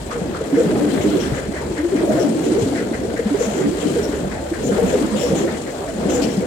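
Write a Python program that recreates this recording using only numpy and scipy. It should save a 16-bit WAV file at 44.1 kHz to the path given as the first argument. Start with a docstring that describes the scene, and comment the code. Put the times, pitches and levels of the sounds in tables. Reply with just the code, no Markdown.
"""Subway train on a steel viaduct

A train rolls overhead, above the street. Shaped, flickering noise makes the rolling, and each pair of bogies
swells it. Wheel blows ring girder plates as fading sines, rail joints clack and flanges hiss as filtered noise
bursts, and short faint sines give the treble a metallic grain. The phone's right port faces away and is dull."""
import sys
import numpy as np
from scipy import signal
from scipy.fft import rfft, irfft, next_fast_len
from scipy.io import wavfile
from scipy.ndimage import uniform_filter1d

SR = 44100
rng = np.random.default_rng(int(sys.argv[2]) if len(sys.argv) > 2 else 0)


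def pcm_store(signal):
    """Save signal as 16-bit PCM."""
    levels = np.round(np.clip(np.atleast_2d(signal), -1, 1) * 32767)
    wavfile.write(sys.argv[1], SR, levels.astype(np.int16).T)


N = 285059
PAD = next_fast_len(N)
HZ = np.arange(PAD // 2 + 1) * SR / PAD  # the frequency of each spectrum bin


def undb(db):
    """Turns dB into an amplitude factor."""
    return 10 ** (np.asarray(db) / 20)


def along(table, hz):
    """Reads (Hz, value) rows on a log-frequency axis."""
    table_hz, value = np.transpose(table)
    return np.interp(np.log(np.maximum(hz, 1)), np.log(table_hz), value)


def walk(rate):
    """Random levels, `rate` new ones per second, smoothed twice so they glide."""
    hold = int(SR / rate)
    steps = np.repeat(rng.standard_normal(N // hold + 1), hold)[:N]
    return uniform_filter1d(uniform_filter1d(steps, hold), hold)


# How alike the sound is at the two ports. 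Each row: frequency in Hz, likeness (1 = the same, 0 = unrelated).
PORT_LIKENESS = [(60, 0.95), (130, 0.93), (290, 0.84), (640, 0.5), (1410, 0.03), (3100, -0.01), (6820, 0.0),
                 (15000, 0.01)]
PORT_LAG_S = 0.00018  # the shared sound reaches the left port this much earlier


def field():
    """Spectrum of white noise at both ports: the bass arrives alike, the scattered treble does not."""
    alike = np.clip(along(PORT_LIKENESS, HZ), 0, 1)
    shared, other = rfft(rng.standard_normal((2, PAD)))
    left = shared * np.exp(2j * np.pi * HZ * PORT_LAG_S)
    right = alike * shared + np.sqrt(1 - alike ** 2) * other
    return np.array([left, right])


# What wheels and rail ring with. Each row: middle pitch in Hz before a small random shift, width in Hz,
# level in dB over the hiss around it (below 0 is a dip).
WHEEL_RESONANCES = [(1293, 77, -1.5), (1688, 60, -2), (2040, 120, 3.5), (3270, 290, 4.5), (4115, 190, 10),
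                    (5200, 71, 3), (5730, 150, 8), (6000, 37, -2), (7000, 100, 11), (7030, 72, 7),
                    (7630, 140, 11)]


def ringing():
    """Gain of wheel and rail over frequency: narrow resonances that sit a little differently on every call."""
    shift = 1 + 0.011 * rng.standard_normal(len(WHEEL_RESONANCES))
    power = 1
    for (hz, width, db), k in zip(WHEEL_RESONANCES, shift):
        power = power + (undb(2 * db) - 1) / (1 + (2 * (HZ - hz * k) / width) ** 2)
    return np.sqrt(power)


RING_IN_ROLL = 0.53  # share of the wheel's resonances, in dB, heard in steel noise


def texture(spectrum, shared_db, own_db, rate, rattle_db):
    """Steel noise in third-octave bands that throb together, flicker alone and rattle quickly; left rms is 1."""
    noise = field() * undb(along(spectrum, HZ)) * ringing() ** RING_IN_ROLL
    throb = shared_db * walk(rate) + rattle_db * walk(220)
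    lo, hi = np.log2(spectrum[0][0]), np.log2(spectrum[-1][0])
    out = 0
    for octave in np.arange(lo, hi + 1 / 3, 1 / 3):
        band = np.clip(1 - 3 * abs(np.log2(HZ + 1) - octave), 0, 1)
        level = undb(throb + own_db * walk(2 * rate))
        out = out + level * irfft(noise * band, PAD)[:, :N]
    return out / out[0].std()


def contact(slow_db, quick_db):
    """Steel on steel through the ringing wheel: it comes in uneven lumps and quick grains."""
    grains = irfft(field(), PAD)[:, :N] * undb(slow_db * walk(45) + quick_db * walk(300))
    return irfft(rfft(grains, PAD) * ringing(), PAD)[:, :N]


def burst(noise, s, hz, width_hz, length, rise, t60):
    """Noise in one resonance: swells, holds while the contact lasts, dies; returns its place and sound."""
    i = int(s * SR)
    t = np.arange(min(int(.4 * SR), N - i)) / SR
    swell = np.sin(np.pi / 2 * np.minimum(t / rise, 1)) ** 2
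    shape = swell * undb(-60 * np.maximum(t - length, 0) / t60)
    edges = [hz - width_hz / 2, min(hz + width_hz / 2, .45 * SR)]
    sos = signal.butter(1, edges, "band", fs=SR, output="sos")
    rung = signal.sosfilt(np.vstack([sos, sos]), noise[:, i:i + len(t)])
    left_rms = np.sqrt(np.sum((shape * rung[0]) ** 2) / np.sum(shape ** 2))
    return slice(i, i + len(t)), shape * rung / left_rms


# Bogies passing overhead, two at each coupling. Each row: nearest moment in seconds, then the levels they add
# in dB: girder rumble, deck drone, rail roar, wheel hiss, airy treble.
BOGIES = [(0.74, -19, -33, -30.5, -39, -51), (1.1, -21, -54, -29, -35.5, -47),
          (2.16, -20, -25, -31.5, -37, -48), (2.6, -23, -48, -31, -34, -50),
          (3.48, -24, -35, -28.5, -38, -51), (3.92, -24.5, -56, -33.5, -34.5, -48),
          (4.88, -21.5, -28.5, -29, -33.5, -46), (5.34, -24, -31.5, -30.5, -35.5, -50),
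          (6.22, -22.5, -30.5, -32, -37.5, -50)]


def load():
    """Gain of rumble, drone, roar, hiss and air: a bed, and a swell as each bogie comes and goes."""
    # one value each for rumble, drone, roar, hiss, air
    far_db = np.c_[[-27, -39, -33, -38.5, -52]]  # at the start, with no bogie near
    drift_db_per_s = np.c_[[0.096, 1.16, -0.21, 0.13, .05]]
    swell_s = np.c_[[0.19, 0.13, 0.19, 0.21, .22]]
    swell_edge = 2.5  # steepness of a swell's flanks, 2 = bell
    t = np.arange(N) / SR
    power = undb(2 * (far_db + drift_db_per_s * t))
    for s, *near_db in BOGIES:
        swell = np.exp(-abs((t - s) / swell_s) ** swell_edge)
        power = power + undb(2 * np.c_[near_db]) * swell
    return np.sqrt(power)


# Tone colour of each rolling layer, from low to high: columns, girders, deck, rails, wheels, airy wash.
# Each row: frequency in Hz, strength per Hz in dB relative to the rest of its layer, before the resonances.
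SHUDDER_COLOUR = [(12, -51), (20, -40), (52, -3), (62, -7.5), (70, 2), (80, -2.5), (102, -8.5), (170, -10),
                  (220, -41), (370, -120)]
RUMBLE_COLOUR = [(71, -54), (120, -10), (204, -3.5), (252, -2.5), (296, -3), (382, -4), (468, -4.5),
                 (600, -15), (780, -23), (1320, -120)]
DRONE_COLOUR = [(330, -69), (560, -0.5), (1050, -21), (1360, -29), (2310, -120)]
ROAR_COLOUR = [(470, 6), (800, 1), (1090, -4), (1690, -3), (2780, -12.5), (3300, -12.5), (3720, -16.5),
               (4100, -21.5), (4800, -15), (6240, -41), (10600, -120)]
HISS_COLOUR = [(2350, 1.5), (4000, -0.5), (5210, -0.5), (5750, -2), (6310, 1), (7000, 1.5), (7810, 1.5),
               (8500, 2), (9230, 0.5), (10100, -8.5), (10800, -11), (11500, -18), (14800, -24),
               (15900, -24)]
AIR_COLOUR = [(8800, -30), (10300, 0), (11500, -3), (13000, -6), (14800, -7), (15900, -12)]
# Level of the columns' low shudder. 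Each row: time in seconds, level in dB.
SHUDDER_LEVEL = [(0.0, -32.5), (0.9, -42), (1.35, -31), (1.55, -36), (1.75, -32.5), (2.45, -45),
                 (2.66, -35), (2.8, -37.5), (3.35, -33.5), (3.6, -39), (4.35, -33), (5.3, -34.5),
                 (5.55, -38.5), (6.46, -33)]


def rolling(gains):
    """Wheel and rail roughness shakes columns, girders, deck, rails and wheels; an airy wash rides on top."""
    rumble, drone, roar, hiss, air = gains
    shudder = undb(np.interp(np.arange(N) / SR, *np.transpose(SHUDDER_LEVEL)))
    # texture settings: throb in dB, flicker in dB, throb changes per second, rattle in dB
    out = shudder * texture(SHUDDER_COLOUR, 1.2, 2., 5.5, .1)
    out += rumble * texture(RUMBLE_COLOUR, 2.8, 2.6, 11, 0.13)
    out += drone * texture(DRONE_COLOUR, 0.35, 6.5, 13, 0.86)
    out += roar * texture(ROAR_COLOUR, 1.5, 2.2, 19, 2.1)
    out += hiss * texture(HISS_COLOUR, 0.49, 1.2, 28, 2.2)
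    out += air * texture(AIR_COLOUR, 1.2, 1.1, 9, 1.1)
    return out


def treble_grains(hiss, count=420):
    """Short faint tones at chance moments and pitches give the treble a metallic grain, stronger under a bogie."""
    base_db, scatter_db, rise_db_per_oct = -9.5, 3., 0.5  # base is relative to the wheel hiss
    rise_s, t60_s = 0.0057, 0.099
    out, t = np.zeros((2, N + SR)), np.arange(SR // 12) / SR
    for when, pitch, size, *phase in rng.uniform(0, 1, (count, 5)):
        at, octaves = int(when * (N - 1)), 3 * pitch
        # few tones are strong; the level rises slightly with pitch
        db = base_db - scatter_db * np.log(size + .01) + rise_db_per_oct * octaves
        shape = np.minimum(t / rise_s, 1) * undb(db - 60 * t / t60_s)
        cycles = 1100 * 2 ** octaves * t + np.c_[phase]  # each port has its own phase
        out[:, at:at + len(t)] += hiss[at] * shape * np.sin(2 * np.pi * cycles)
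    return out[:, :N]


# Tone colour of the scraping noise. Each row: frequency in Hz, relative strength per Hz in dB.
SCRAPE_COLOUR = [(2000, 0), (8500, 0), (15800, -4)]
# Flanges scraping the rail. Each row: start in seconds, rim hiss level in dB, rim centre in Hz, basic width as a
# share of the centre (widened below), time from start to fade in seconds, web hiss level in dB.
SCRAPES = [(0.567, -35.5, 6950, 0.43, 0.042, -40), (0.89, -46, 8100, .16, 0.032, -34),
           (1, -35, 6670, .16, 0.032, -34.5), (1.07, -49, 6900, .19, 0.08, -35.5),
           (0.11, -44, 7360, 0.21, 0.025, -56), (1.192, -31.5, 5630, 0.1, 0.027, -32),
           (1.248, -48, 7700, 0.09, 0.027, -45), (1.341, -37, 6900, .16, 0.028, -38),
           (2.596, -41, 6650, 0.18, .04, -38), (2.187, -30.5, 5740, 0.24, 0.023, -36),
           (2.417, -36, 6500, 0.19, 0.037, -38), (3.385, -29.5, 6560, 0.18, 0.073, -39),
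           (3.49, -39, 6800, 0.17, 0.064, -58), (3.548, -38, 7100, 0.22, 0.061, -54),
           (3.79, -37, 7460, .14, 0.035, -36), (3.86, -42, 6560, 0.13, 0.037, -40),
           (4.015, -34, 5670, 0.088, 0.041, -48), (4.14, -40, 6720, .16, 0.024, -40),
           (4.625, -31.5, 6760, 0.12, 0.049, -57), (4.862, -33.5, 6800, 0.14, 0.053, -38),
           (5.149, -32, 6960, 0.13, 0.086, -30.5), (5.18, -30.5, 5560, 0.15, 0.07, -56),
           (5.274, -44, 6500, .2, 0.032, -42), (5.343, -29, 6650, 0.14, 0.046, -33.5),
           (6.084, -27, 6440, 0.19, 0.03, -30), (6.13, -28, 6930, 0.082, 0.03, -55),
           (6.207, -25.5, 5200, 0.48, 0.029, -27.5), (6.282, -38, 5960, 0.26, 0.044, -38)]


def scrapes():
    """A flange sticks and slips on the rail head: a patchy hiss from the wheel rim, a lower one from its web."""
    rise_s, t60_s, rasp_db = 0.023, 0.28, -9  # the broad rasp is set relative to the rim hiss
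    out, noise = np.zeros((2, N)), texture(SCRAPE_COLOUR, 1.6, 1.7, 30, 1.1)
    for s, db, hz, spread, length, web_db in SCRAPES:
        rim = (hz, min(spread + 0.1, 1.2) * hz, db)
        web = (3200., 1900., web_db)
        rasp = (9000., 12500., db + rasp_db)
        for centre, width, gain_db in (rim, web, rasp):
            at, sound = burst(noise, s, centre, width, length, rise_s, t60_s)
            out[:, at] += undb(gain_db) * sound
    return out


# Wheels over rail joints. Each row: start in seconds, level in dB, centre of the rattle in Hz.
CLACKS = [(0.102, -27.5, 1270), (.338, -29, 1280), (0.541, -30.5, 1890), (.879, -34, 1690),
          (1.002, -34, 2020), (1.215, -30.5, 1680), (1.33, -30, 1650), (1.36, -39, 1870),
          (1.53, -28.5, 1830), (1.61, -33.5, 990), (1.759, -29, 1810), (1.953, -31.5, 2040),
          (2.099, -34, 1580), (2.153, -33, 1660), (2.744, -26, 1840), (2.927, -28.5, 1780),
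          (3.156, -28.5, 1830), (3.337, -39, 1670), (3.982, -33.5, 1760), (4.112, -32.5, 1530),
          (4.305, -30.5, 1820), (4.528, -30, 1700), (4.71, -31.5, 1360), (5.15, -35.5, 1220),
          (5.472, -31, 1890), (5.657, -34.5, 1830), (5.867, -35, 1730), (6.075, -34, 1450),
          (6.146, -33, 1570)]


def clacks():
    """A joint rattles the rail web for a few hundredths of a second, with a broad bright edge, then dies away."""
    rise_s, length_s, t60_s, edge_db = .012, 0.023, 0.3, -10  # the bright edge is set relative to the body
    out, noise = np.zeros((2, N)), contact(3.8, 1.5)
    for s, db, hz in CLACKS:
        body = (hz, 0.45 * hz, db)
        edge = (4600., 4400., db + edge_db)
        for centre, width, gain_db in (body, edge):
            at, sound = burst(noise, s, centre, width, length_s, rise_s, t60_s)
            out[:, at] += undb(gain_db) * sound
    return out


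def light_blows(rumble, count=40):
    """Rows like the strong blows: chance moments and pitches, their strength following the rumble."""
    over_rumble_db, scatter_db = -3, 1
    middle_hz, spread_octaves, push_s = 367.5, 0.89, 0.00727
    when, size, pitch = rng.uniform(-1, 1, (count, 3)).T
    at = (SR // 20 + (N - SR // 10) * (when + 1) / 2).astype(int)
    hz = middle_hz * 2 ** (spread_octaves * pitch)
    db = 20 * np.log10(rumble[at]) + over_rumble_db + scatter_db * size
    return list(zip(at / SR, db, hz, np.full(count, push_s), np.zeros(count)))


# Girder plates. Each row: pitch in Hz before a load pulls it, time for the ring to fall 60 dB in seconds.
PLATES = [(70, 0.35), (100, 0.12), (125, 0.06), (165, 0.26), (198, 0.23), (222, 0.2), (262, 0.16),
          (293, 0.18), (333, 0.24), (375, 0.21), (412, 0.29), (455, 0.15), (485, 0.27), (530, 0.098),
          (610, 0.25), (660, 0.18), (715, 0.13)]
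# Strong wheel blows into the girders. Each row: moment the push begins in seconds, after the build-up, level in dB,
# pitch in Hz that picks and pulls the plates, length of the push in seconds, left over right in dB.
STRONG_BLOWS = [(0.128, -15.5, 478, 0.0077, -2), (0.216, -17, 186, 0.01, 5.0),
                (0.411, -10, 465, 0.0021, 3.0), (0.491, -27, 333, 0.0067, 0.0),
                (0.527, -8.5, 282, 0.024, -3.5), (0.569, -11.5, 334, 0.018, 7),
                (0.569, -8.5, 468, 0.03, -3), (0.605, -18, 306, 0.073, 4), (0.619, -19.5, 425, 0.062, -2),
                (0.661, -8.5, 191.5, 0.012, 1), (0.726, -12, 296, 0.011, -2), (0.8, -13, 299, 0.069, 7),
                (0.838, -25, 457, 0.039, -7), (0.928, -14, 266, 0.022, 8), (0.948, -15.5, 365, 0.0055, 10),
                (0.95, -24, 613, 0.004, -10), (0.968, -17, 208, 0.008, 9), (0.996, -20.5, 101, 0.014, 3),
                (1.04, -18, 408, 0.03, -12), (1.048, -11, 307.4, 0.047, -4),
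                (1.066, -15.5, 206, 0.027, 6.0), (1.131, -13.5, 296, 0.032, -5),
                (1.137, -23, 680, 0.005, -9), (1.143, -15.5, 386, 0.02, -12),
                (1.193, -21, 365, 0.0066, -20), (1.273, -18, 261, 0.01, -6), (1.321, -14, 131, 0.011, 7),
                (1.487, -14.5, 197, 0.0051, -5), (1.539, -16, 367, 0.0041, -3), (1.712, -16, 350, 0.009, 5),
                (1.78, -14.5, 300, 0.034, 1.0), (1.83, -13, 345, 0.042, 6.5), (1.924, -8, 384, 0.0068, 3.0),
                (1.95, -9, 284, 0.0083, 4), (1.982, -18, 240, 0.004, -9), (1.987, -14.5, 327, 0.024, 3),
                (2.013, -11.5, 445, 0.0075, 6), (2.026, -18, 605, 0.0041, -2), (2.029, -15, 305, 0.032, 4),
                (2.029, -11, 360, 0.0062, -5.0), (2.083, -16, 212, 0.021, -6), (2.091, -18, 626, 0.01, 9),
                (2.091, -13.5, 303, 0.0096, -4), (2.145, -14, 308, 0.034, 1.0),
                (2.173, -20.5, 680, 0.014, 10), (2.177, -17.5, 520, 0.012, 4.0),
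                (2.195, -15, 357, 0.024, -1), (2.201, -14.5, 435, 0.013, 10), (2.205, -26, 202, 0.02, -6.0),
                (2.243, -15, 286, 0.03, 13), (2.273, -20.5, 226, 0.057, -5), (2.357, -13.5, 306, 0.024, 0),
                (2.399, -29, 310, 0.028, 2), (2.434, -21, 369, 0.066, -14), (2.464, -13, 290, 0.021, -3),
                (2.498, -21, 218, 0.058, -2.0), (2.518, -10, 320, 0.011, -1.0),
                (2.552, -14, 399, 0.022, -9), (2.58, -12.5, 460, 0.0089, 13),
                (2.598, -18, 352, 0.016, -6.0), (2.622, -17, 427, 0.02, -4), (2.622, -14, 116, 0.01, 2.5),
                (2.66, -13, 270, 0.019, 2), (2.732, -16, 296, 0.026, -4), (2.895, -24.5, 638, 0.004, -5),
                (2.915, -9.5, 297, 0.0032, 0.5), (3.05, -13.5, 425, 0.0042, 3),
                (3.082, -16, 509, 0.0047, 11), (3.139, -16.5, 295, 0.013, 0), (3.193, -8.5, 469, 0.0023, 5),
                (3.259, -9.5, 212, 0.0096, 2), (3.308, -11.5, 287, 0.022, -1),
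                (3.344, -11, 405, 0.0066, -10), (3.41, -7.5, 480, 0.0054, 5), (3.466, -15, 212, 0.022, 0.0),
                (3.532, -23, 391, 0.027, -6), (3.586, -15.5, 377, 0.035, -8), (3.612, -14, 187, 0.0047, -4),
                (3.638, -12.5, 293, 0.043, 3), (3.656, -16, 207, 0.022, -2.0),
                (3.684, -16.5, 352, 0.023, -11), (3.767, -22, 390, 0.024, -4.0),
                (3.831, -17, 442, 0.0023, -13), (3.857, -15, 289, 0.0087, 19),
                (3.963, -9.5, 469, 0.0083, -4), (3.981, -13.5, 407, 0.018, -5),
                (4.047, -22, 452, 0.0163, -1.0), (4.089, -16, 301, 0.012, 2),
                (4.133, -12.5, 410, 0.0068, -3.0), (4.272, -15, 180, 0.0055, -5),
                (4.516, -11.5, 330, 0.0082, 2.0), (4.651, -15.5, 230, 0.016, 1),
                (4.695, -15, 482, 0.009, 13), (4.713, -15, 198, 0.016, -4), (4.769, -12.5, 380, 0.0071, 7),
                (4.785, -23, 588, 0.019, 14), (4.787, -14, 469, 0.011, 16), (4.819, -13.5, 453, 0.02, 7),
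                (4.831, -13.5, 187, 0.025, -5), (4.875, -10.5, 267, 0.0072, -3),
                (4.923, -14.5, 508, 0.046, 9), (4.941, -11, 423, 0.02, -3), (5.013, -7, 283, 0.006, 2.0),
                (5.035, -15.5, 219, 0.019, -6), (5.037, -17, 325, 0.024, -1.0),
                (5.108, -18, 209, 0.054, -8), (5.152, -16, 510, 0.0033, 13), (5.208, -21, 573, 0.014, -8),
                (5.234, -13, 493, 0.027, 2), (5.302, -14, 194, 0.0073, 2), (5.31, -12, 454, 0.0081, 3),
                (5.312, -17.5, 526, 0.035, -1), (5.328, -12, 186, 0.0058, -8),
                (5.404, -13.5, 397, 0.0102, 2), (5.434, -16.5, 347, 0.034, -4.0),
                (5.478, -22, 640, 0.0057, -3), (5.806, -23, 396, 0.0076, 0), (5.882, -23, 283, 0.006, 0.0),
                (5.885, -23, 663, 0.012, -8), (5.991, -19, 222, 0.0082, 4), (6.056, -9.5, 204, 0.0077, 3),
                (6.096, -20, 502, 0.018, -10), (6.148, -13, 491, 0.026, -1.0),
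                (6.178, -23, 303, 0.022, -10), (6.19, -23, 492, 0.016, 13), (6.218, -19, 337, 0.0087, 3),
                (6.24, -20.5, 212, 0.034, 4), (6.378, -9.5, 201, 0.0095, 4), (6.423, -13, 506, 0.0051, -2),
                (0.6, -10.5, 515, 0.013, 5), (0.805, -21, 560, .015, -1), (1.964, -26, 560, 0.0059, 1.5),
                (2.489, -20, 536, .006, 3), (4.153, -24, 550, 0.0058, 1.5),
                (5.451, -20.5, 516, 0.0058, 1.5), (6.028, -24, 545, 0.0056, 1.5),
                (1.375, -21, 543, 0.0086, 1.5)]


def blows(rows):
    """Each blow rings the plates near its own pitch, a short one more of them; the axle's weight pulls their pitch."""
    reach_hz, short_reach = 16.3, 0.18  # shorter pushes reach further: short_reach / push is added, in Hz
    rise = .005  # seconds: a blow gathers along the span
    pull = .6  # share of the way a loaded plate's pitch moves toward the blow's
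    loose, apart = 0.11, 0.25  # phase scatter: between plates in cycles, between ports in radians each way
    out, t = np.zeros((2, N + SR)), np.arange(SR // 3) / SR
    all_hz, all_t60 = np.transpose(PLATES)
    chance = rng.standard_normal((len(rows), 1 + 2 * len(PLATES)))
    for (s, db, centre, push, pan_db), row in zip(rows, chance):
        share = np.exp(-.5 * ((all_hz - centre) / (reach_hz + short_reach / push)) ** 2)
        near = share > share.max() / 50
        hz, t60, share = all_hz[near], all_t60[near], share[near, None]
        phase, turn = row[1:].reshape(2, -1, 1)[:, near]

        build = 1 - np.exp(-(t / rise) ** 2)
        fade = undb(-60 * np.maximum(t - rise - push, 0) / t60[:, None])
        ring = share / np.sum(share) * fade * build

        # the plates swing nearly in step around the middle of the push
        loaded = (hz + pull * (centre - hz))[:, None]
        swing = 2 * np.pi * (loaded * (t - rise - push / 2) + row[0] + loose * phase)
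        pair = []
        for side in (1, -1):  # left, right
            heard = np.sum(ring * np.sin(swing + side * apart * turn), axis=0)
            pair.append(heard * undb(side * pan_db / 2))
        start = int((s - rise) * SR)
        out[:, start:start + len(t)] += undb(db) * np.array(pair)
    return out[:, :N]


def scene():
    """Adds the rolling, treble grains, scrapes, clacks and blows of the passing train."""
    gains = load()
    rumble, hiss = gains[0], gains[3]
    all_blows = STRONG_BLOWS + light_blows(rumble)
    return rolling(gains) + treble_grains(hiss) + scrapes() + clacks() + blows(all_blows)


# Shading of the right port. Each row: frequency in Hz, left over right in dB.
PORT_SHADE = [(60, -1.0), (110, -0.5), (200, 0.0), (380, 0.0), (700, 1.0), (1290, 2.0), (2380, 6.0),
              (4400, 11.0), (8120, 19.0), (15000, 16.0)]


def record(dry):
    """The phone's body shades the right port from the treble; loud peaks are rounded and the top is cut."""
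    right = irfft(rfft(dry[1], PAD) * undb(-along(PORT_SHADE, HZ)), PAD)[:N]
    rounded = np.tanh(1.2 * np.array([dry[0], right])) / 1.2
    top_cut = signal.ellip(10, .2, 70, 15850, fs=SR, output="sos")  # low-pass at 15850 Hz
    return signal.sosfilt(top_cut, rounded)


dry = scene()
out = record(dry)
pcm_store(out)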